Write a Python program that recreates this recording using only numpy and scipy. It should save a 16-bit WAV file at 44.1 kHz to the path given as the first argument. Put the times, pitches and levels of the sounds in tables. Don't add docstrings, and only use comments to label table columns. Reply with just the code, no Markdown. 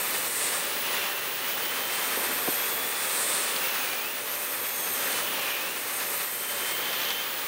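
import sys
import numpy as np
from scipy import signal
from scipy.fft import rfft, irfft, next_fast_len
from scipy.io import wavfile
from scipy.ndimage import uniform_filter1d

SR = 44100
rng = np.random.default_rng(int(sys.argv[2]) if len(sys.argv) > 2 else 0)


def master(y):
    cut = np.clip(np.atleast_2d(y).T, -1, 1)
    pcm = np.round(cut * 32767)
    wavfile.write(sys.argv[1], SR, pcm.astype(np.int16))


N = 329427
T = np.arange(N) / SR

# (time [s], distance of the floor tool [0 drawn close, 1 at arm's length])
TOOL_REACH = [(-0.0, 0.85), (0.29, 0.88), (0.74, 0.34), (1.04, 0.17), (1.6, 0.35), (1.95, 0.52),
              (2.34, 0.7), (2.96, 0.97), (3.27, 0.79), (3.6, 0.35), (4.09, 0.24), (4.35, 0.79),
              (4.76, 0.84), (5.09, 0.66), (5.34, 0.2), (5.56, 0.04), (5.67, 0.44), (6.14, 0.81),
              (6.59, 0.69), (6.8, 0.24), (7.02, 0.042), (7.47, 0.39)]
ARM_EASE_S = 0.118
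PULL_REACH_PER_S = 1

# (time [s], level [dB])
SUCTION_LEVEL = [(.05, -34), (.5, -31.5), (.85, -33), (.96, -30.5), (1.08, -33.5), (1.36, -34), (1.75, -33),
                 (2.16, -31.5), (2.96, -35), (3.48, -31), (3.95, -33), (4.14, -36), (4.6, -36),
                 (4.9, -34.5), (5.12, -30.5), (5.33, -32), (5.54, -32.5), (5.74, -35.5), (6.2, -34.5),
                 (6.4, -36.5), (6.64, -33.5), (7.1, -31.5), (7.2, -33.5), (7.45, -34.5)]
# (time [s], dip [dB], a rise if negative)
STROKE_TURNS = [(.28, 4), (2.78, -0.5), (4.67, 2.5), (6.25, 1.5), (7.12, 1)]
TURN_DROP_S, TURN_RECOVER_S = 0.0054, 0.16
# (time [s], half length [s], swell [dB])
CARPET_CLINGS = [(.41, 0.28, 5), (3.28, 0.27, 5), (6.2, 0.49, 1)]

# (frequency [Hz], density [dB per Hz])
ROAR_SPECTRUM = [(25, -29), (65, -26), (105, -15.5), (145, -15), (175, -8), (220, -7), (262, -3),
                 (305, -4.5), (370, -0.5), (550, 0.5), (660, -5.5), (1100, -11.5), (3000, -34)]
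RUSH_SPECTRUM = [(300, -31), (620, -14), (800, -0.5), (980, -0.5), (1150, 0), (1350, 0.5), (1700, 0.5),
                 (2050, 1), (2350, -2.5), (2600, 1.5), (2900, -8), (3800, -22), (6000, -22)]
EDGE_SPECTRUM = [(1200, -21), (2600, -5.5), (3050, -2), (3500, 2), (4200, 1), (5100, -2), (6500, -3),
                 (7700, -5.5), (10500, -3.5), (11700, -4), (16000, -3.5)]

# (centre at the lobe's reach [Hz], width [Hz], level on a lobe with the tool close [dB], reach of that lobe [0-1],
#  reach between lobes [0-1 scale], drop between lobes [dB], rise at arm's length [dB], fall per unit of reach [Hz])
GAP_JETS = [(8905, 2200, -41, 0.75, 1.74, 13.5, 3, 200), (13280, 1850, -37.5, 0.77, 0.75, 10.5, 5, 600),
            (15300, 1400, -35, 0.34, 0.69, 11, 1, 200)]

WAND_CLOSE_DB, WAND_FAR_DB = -36.5, -16.5
DUCT_ECHO_S = .0017

# (time [s], pitch [Hz], level [dB])
WHISTLE_GLIDE = [(0, 2990, -55), (.2, 2950, -46), (.4, 2880, -53), (.8, 2840, -52), (.95, 2820, -43),
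                 (1.12, 2670, -42.5), (1.25, 2730, -44.5), (1.35, 2850, -53), (1.46, 2950, -46),
                 (1.62, 3055, -42.5), (2.1, 3150, -45), (2.38, 3125, -50), (2.6, 3290, -45),
                 (2.98, 3490, -46), (3.15, 3170, -50), (3.42, 2890, -58), (3.65, 2750, -42),
                 (3.88, 2410, -43), (4.01, 2420, -42.5), (4.11, 2790, -44.5), (4.2, 2970, -50),
                 (4.33, 3080, -49.5), (4.45, 3150, -57), (4.74, 3388, -48.5), (4.95, 3178, -49),
                 (5.15, 3030, -46), (5.36, 2880, -45), (5.48, 2420, -42), (5.57, 2400, -41),
                 (5.66, 2650, -44), (5.76, 2872, -49), (6.05, 2950, -57), (6.3, 3098, -52),
                 (6.42, 3098, -43.5), (6.57, 3090, -45), (6.7, 3108, -40.5), (6.98, 3085, -43),
                 (7.1, 3090, -37), (7.2, 3095, -39.5), (7.32, 3260, -51), (7.47, 3350, -62)]
# (multiple of the pitch, level [dB], rise per octave of pitch [dB], rise at arm's length [dB])
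WHISTLE_PARTIAL_LEVELS = [(.69, -10.5, 10, 0), (1, 0, 0, 0), (2, -18, 10, 12)]
WHISTLE_JITTER = .0034
WHISTLE_FLUTTER_DB, WHISTLE_FLUTTER_HZ = 2, 130
WHISTLE_ROOM_DB = -15

# (time [s], half length [s], swell [dB])
SHRILL_SWELLS = [(.75, .35, 6), (3.45, .17, 9), (3.88, .15, 6), (5.32, .22, 8.5)]
SHRILL_RATIO, SHRILL_WIDTH_HZ = 3.655, 110
SHRILL_DB = -54
SHRILL_CEILING_HZ, SHRILL_FADE_HZ = 11500, 250

SHAFT_HZ, SHAFT_DB = 585.2, -54.5
FAN_BLADES = 11
MAINS_HZ, HUM_DB = 60, -66
# (time [s], level [dB])
FAN_WHINE = [(0, -60), (3.3, -62), (3.8, -48), (4.3, -61), (4.8, -48.5), (5.4, -56), (6.05, -53),
             (6.4, -65), (7.47, -61)]

# (time [s], length [s], first pitch [Hz], last pitch [Hz], level at the middle [dB])
SIDE_TONE_GLIDES = [(.22, .45, 2050, 1980, -46), (3.18, .14, 1720, 2080, -42),
                    (3.2, .24, 3480, 3830, -43.5), (3.47, .14, 3620, 3560, -46),
                    (6.66, .16, 2150, 2130, -45)]

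# (frequency [Hz], time to fall 60 dB [s], level [dB])
PLASTIC_MODES = [(270, .045, -2), (400, .03, 1), (550, .02, -4), (760, .025, -2), (1150, .015, -4),
                 (1900, .012, -11), (3300, .008, -6), (4700, .006, -5), (5800, .006, -6)]
CRACK_S, CRACK_DB = .002, 0

CRUMBS_FROM_S, CRUMBS_LENGTH_S = 2.08, .4
CRUMBS_DB, CRUMBS_SPREAD_DB = -32, 8
CRUMBS_HZ = 400

# (time [s], peak [dB], contact pitch, higher for a harder lump [Hz])
DIRT_LUMPS = [(2.1732, -22.5, 480), (2.1755, -28, 600), (2.191, -28, 900), (2.292, -26, 600),
              (2.296, -28, 550), (2.315, -31, 600), (2.381, -30, 650), (2.476, -20.5, 900),
              (2.4785, -25, 900), (2.4827, -17, 390)]
# (time [s], peak [dB], contact pitch [Hz])
WAND_GRIT = [(3.0294, -32, 4030), (3.5635, -15, 4460), (3.8884, -17, 3980), (3.933, -14, 2400),
             (5.128, -16, 3980), (5.3238, -30, 4000), (5.3617, -27, 3950), (6.9304, -17, 4550)]
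# (time [s], peak [dB], contact pitch [Hz])
TOOL_CHATTER = [(7.0166, -22, 4500), (7.034, -24, 4300), (7.0515, -22, 4500), (7.0869, -20.5, 4300),
                (7.1049, -18.5, 3800), (7.114, -24, 3200)]

ROOM_DB, ROOM_T60_S = -16, .2
TOP_HZ = 15720


def undb(db):
    return 10 ** (np.asarray(db) / 20)


def curves(table):
    s, *columns = np.transpose(table)
    return [np.interp(T, s, column) for column in columns]


def walk(hz):
    hold = max(int(SR / hz), 2)
    steps = np.repeat(rng.standard_normal(N // hold + 1), hold)
    return 1.3 * uniform_filter1d(uniform_filter1d(steps, hold), hold)[:N]


def swells(table):
    return sum(db * np.exp(-((T - s) / half_s) ** 2) for s, half_s, db in table)


def noise(gain_at):
    size = next_fast_len(N, True)
    f = np.maximum(np.arange(size // 2 + 1) * SR / size, 1)
    x = irfft(rfft(rng.standard_normal(size)) * gain_at(f), size)[:N]
    return x / x.std()


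def turbulence(spectrum):
    hz, db = np.transpose(spectrum)

    def gain_at(f):
        ends = np.minimum(f / hz[0], 1) * np.minimum(hz[-1] / f, 1) ** 2
        return undb(np.interp(np.log(f), np.log(hz), db)) * ends

    return noise(gain_at)


def resonance(hz, width_hz):
    phase = 2 * np.pi * np.cumsum(np.broadcast_to(hz, N)) / SR

    def skirt(f):
        return np.exp(-(f / (2 * width_hz)) ** 4) / (1 + (2 * f / width_hz) ** 2)

    return noise(skirt) * np.cos(phase) + noise(skirt) * np.sin(phase)


def tone(hz):
    return np.sqrt(2) * np.sin(2 * np.pi * (np.cumsum(hz) / SR + rng.random()))


def room(x, wet_db):
    t = T[:SR // 3]
    tail = rng.standard_normal(len(t)) * np.exp(-np.log(1000) * t / ROOM_T60_S)
    tail *= t > .006
    return x + undb(wet_db) * signal.fftconvolve(x, tail / np.linalg.norm(tail))[:N]


def suction(flow_db, cling_db, reach, roar_db=-10.0, rush_db=-3.0, edge_db=-3.0, edge_cling=0.38,
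            far_db=2.5, flutter_db=0.87, roar_flutter_db=0.8):
    flutter = flutter_db * walk(45)
    level_db = flow_db + far_db * reach
    low = turbulence(ROAR_SPECTRUM) * undb(level_db + roar_db + roar_flutter_db * walk(9))
    middle = turbulence(RUSH_SPECTRUM) * undb(level_db + rush_db + flutter)
    high = turbulence(EDGE_SPECTRUM) * undb(level_db + edge_db + edge_cling * cling_db + flutter)
    return low + middle + high


def jets(reach, pull, surge_db, cling_db, flicker_db=1.36, surge_share=0.46, wide_pull_db=3.0,
         cling_steal=1.0, sag_hz_per_db=60, wander=.007):
    gaps = []
    sags_hz = (sag_hz_per_db * cling_db, 0, 0)
    for gap, sag_hz in zip(GAP_JETS, sags_hz):
        hz, width_hz, db, lobe, spacing, depth_db, far_db, far_hz = gap
        beam_db = far_db * reach - depth_db * np.sin(np.pi * (reach - lobe) / spacing) ** 2
        centre_hz = hz * (1 + wander * walk(5)) - sag_hz - far_hz * (reach - lobe)
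        level_db = db + beam_db + surge_share * surge_db + flicker_db * walk(30)
        gaps.append(resonance(centre_hz, width_hz) * undb(level_db))
    wide, middle, fine = gaps
    return wide * undb(cling_db + wide_pull_db * pull) + middle * undb(-cling_steal * cling_db) + fine


def wand(reach, surge_db, hz=3130, follow=.45, width_hz=1150, surge_share=1.2):
    pitch = curves(WHISTLE_GLIDE)[0]
    centre_hz = hz + follow * (pitch - pitch.mean())
    level_db = WAND_CLOSE_DB + WAND_FAR_DB * reach + surge_share * surge_db
    return resonance(centre_hz, width_hz) * undb(level_db)


def duct(x, echo_db=-20):
    lag = round(DUCT_ECHO_S * SR)
    return x + undb(echo_db) * np.pad(x, (lag, 0))[:N]


def whistle(reach):
    pitch, db = curves(WHISTLE_GLIDE)
    octaves = np.log2(pitch / pitch.mean())
    hz = pitch * (1 + WHISTLE_JITTER * 2 ** (-5 * octaves) * walk(300))
    low = np.zeros(N)
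    for multiple, part_db, rise_db, far_db in WHISTLE_PARTIAL_LEVELS:
        flutter_db = WHISTLE_FLUTTER_DB * walk(WHISTLE_FLUTTER_HZ)
        low += tone(multiple * hz) * undb(db + part_db + rise_db * octaves + far_db * reach + flutter_db)
    shrill_hz = SHRILL_RATIO * pitch
    speaks = .5 + .5 * np.tanh((SHRILL_CEILING_HZ - shrill_hz) / SHRILL_FADE_HZ)
    shrill = speaks * resonance(shrill_hz, SHRILL_WIDTH_HZ) * undb(SHRILL_DB + swells(SHRILL_SWELLS))
    return room(low + shrill, WHISTLE_ROOM_DB)


def motor(drift=.0015, jitter=0.002, waver_db=3):
    hz = SHAFT_HZ * (1 + drift * walk(1.5) + jitter * walk(120))
    shaft = tone(hz) * undb(SHAFT_DB + waver_db * walk(8.2))
    blades = tone(FAN_BLADES * hz) * undb(curves(FAN_WHINE)[0] + waver_db * walk(6.4))
    hum = tone(np.full(N, 2 * MAINS_HZ)) * undb(HUM_DB + 0.89 * walk(2.68))
    return shaft + blades + hum


def side_tones(jitter=0.012):
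    out = np.zeros(N)
    for s, length_s, first_hz, last_hz, db in SIDE_TONE_GLIDES:
        along = np.clip((T - s) / length_s, 0, 1)
        hz = (first_hz + (last_hz - first_hz) * along) * (1 + jitter * walk(250))
        out += tone(hz) * np.sin(np.pi * along) ** .5 * undb(db)
    return out


def turn_dips():
    dips = np.zeros(N)
    for s, db in STROKE_TURNS:
        drop = np.clip((T - s) / TURN_DROP_S, 0, 1)
        dips += db * drop * np.exp(-np.maximum(T - s, 0) / TURN_RECOVER_S)
    return dips


def knocks(table, scatter_db=3):
    out, t = np.zeros(N + SR), T[:SR // 8]
    hz, t60, db = np.transpose(PLASTIC_MODES)[:, :, None]
    rings = np.sin(2 * np.pi * hz * t) * np.exp(-np.log(1000) * t / t60)
    for s, peak_db, contact_hz in table:
        contact = 1 / (hz / contact_hz + contact_hz / hz) ** 2
        mode_gain = undb(db + scatter_db * rng.standard_normal(hz.shape))
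        ring = np.sum(rings * contact * mode_gain, axis=0)
        edges_hz = [contact_hz / 2, contact_hz * np.sqrt(2)]
        band = signal.butter(1, edges_hz, "band", fs=SR, output="sos")
        burst = rng.standard_normal(len(t)) * np.exp(-t / CRACK_S)
        crack = signal.sosfilt(np.tile(band, (2, 1)), burst)
        blow = ring / np.abs(ring).max() + undb(CRACK_DB) * crack / np.abs(crack).max()
        start = int(s * SR)
        out[start:start + len(t)] += blow / np.abs(blow).max() * undb(peak_db)
    return out[:N]


def crumbs(count=26):
    when, strength, hardness = rng.random((count, 3)).T
    times = CRUMBS_FROM_S + CRUMBS_LENGTH_S * when
    peaks_db = CRUMBS_DB - CRUMBS_SPREAD_DB * strength
    return knocks(zip(times, peaks_db, CRUMBS_HZ * 2 ** hardness))


def scene(grit_db=-6):
    reach = uniform_filter1d(curves(TOOL_REACH)[0], int(ARM_EASE_S * SR), mode="nearest")
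    pull_speed = np.maximum(-np.gradient(reach, T), 0)
    pull = np.tanh(pull_speed / PULL_REACH_PER_S)
    flow_db = curves(SUCTION_LEVEL)[0] - turn_dips()
    cling_db = swells(CARPET_CLINGS)
    surge_db = flow_db - flow_db.mean()
    air = suction(flow_db, cling_db, reach) + jets(reach, pull, surge_db, cling_db) + wand(reach, surge_db)
    blows = crumbs() + knocks(DIRT_LUMPS) + undb(grit_db) * knocks(WAND_GRIT) + knocks(TOOL_CHATTER)
    blows = signal.sosfilt(signal.butter(3, 210, "high", fs=SR, output="sos"), blows)
    mono = duct(air) + whistle(reach) + motor() + side_tones() + room(blows, ROOM_DB)
    return np.array([mono, mono])


def record(dry):
    return signal.sosfilt(signal.ellip(12, .1, 80, TOP_HZ, fs=SR, output="sos"), dry)


dry = scene()
out = record(dry)
master(out)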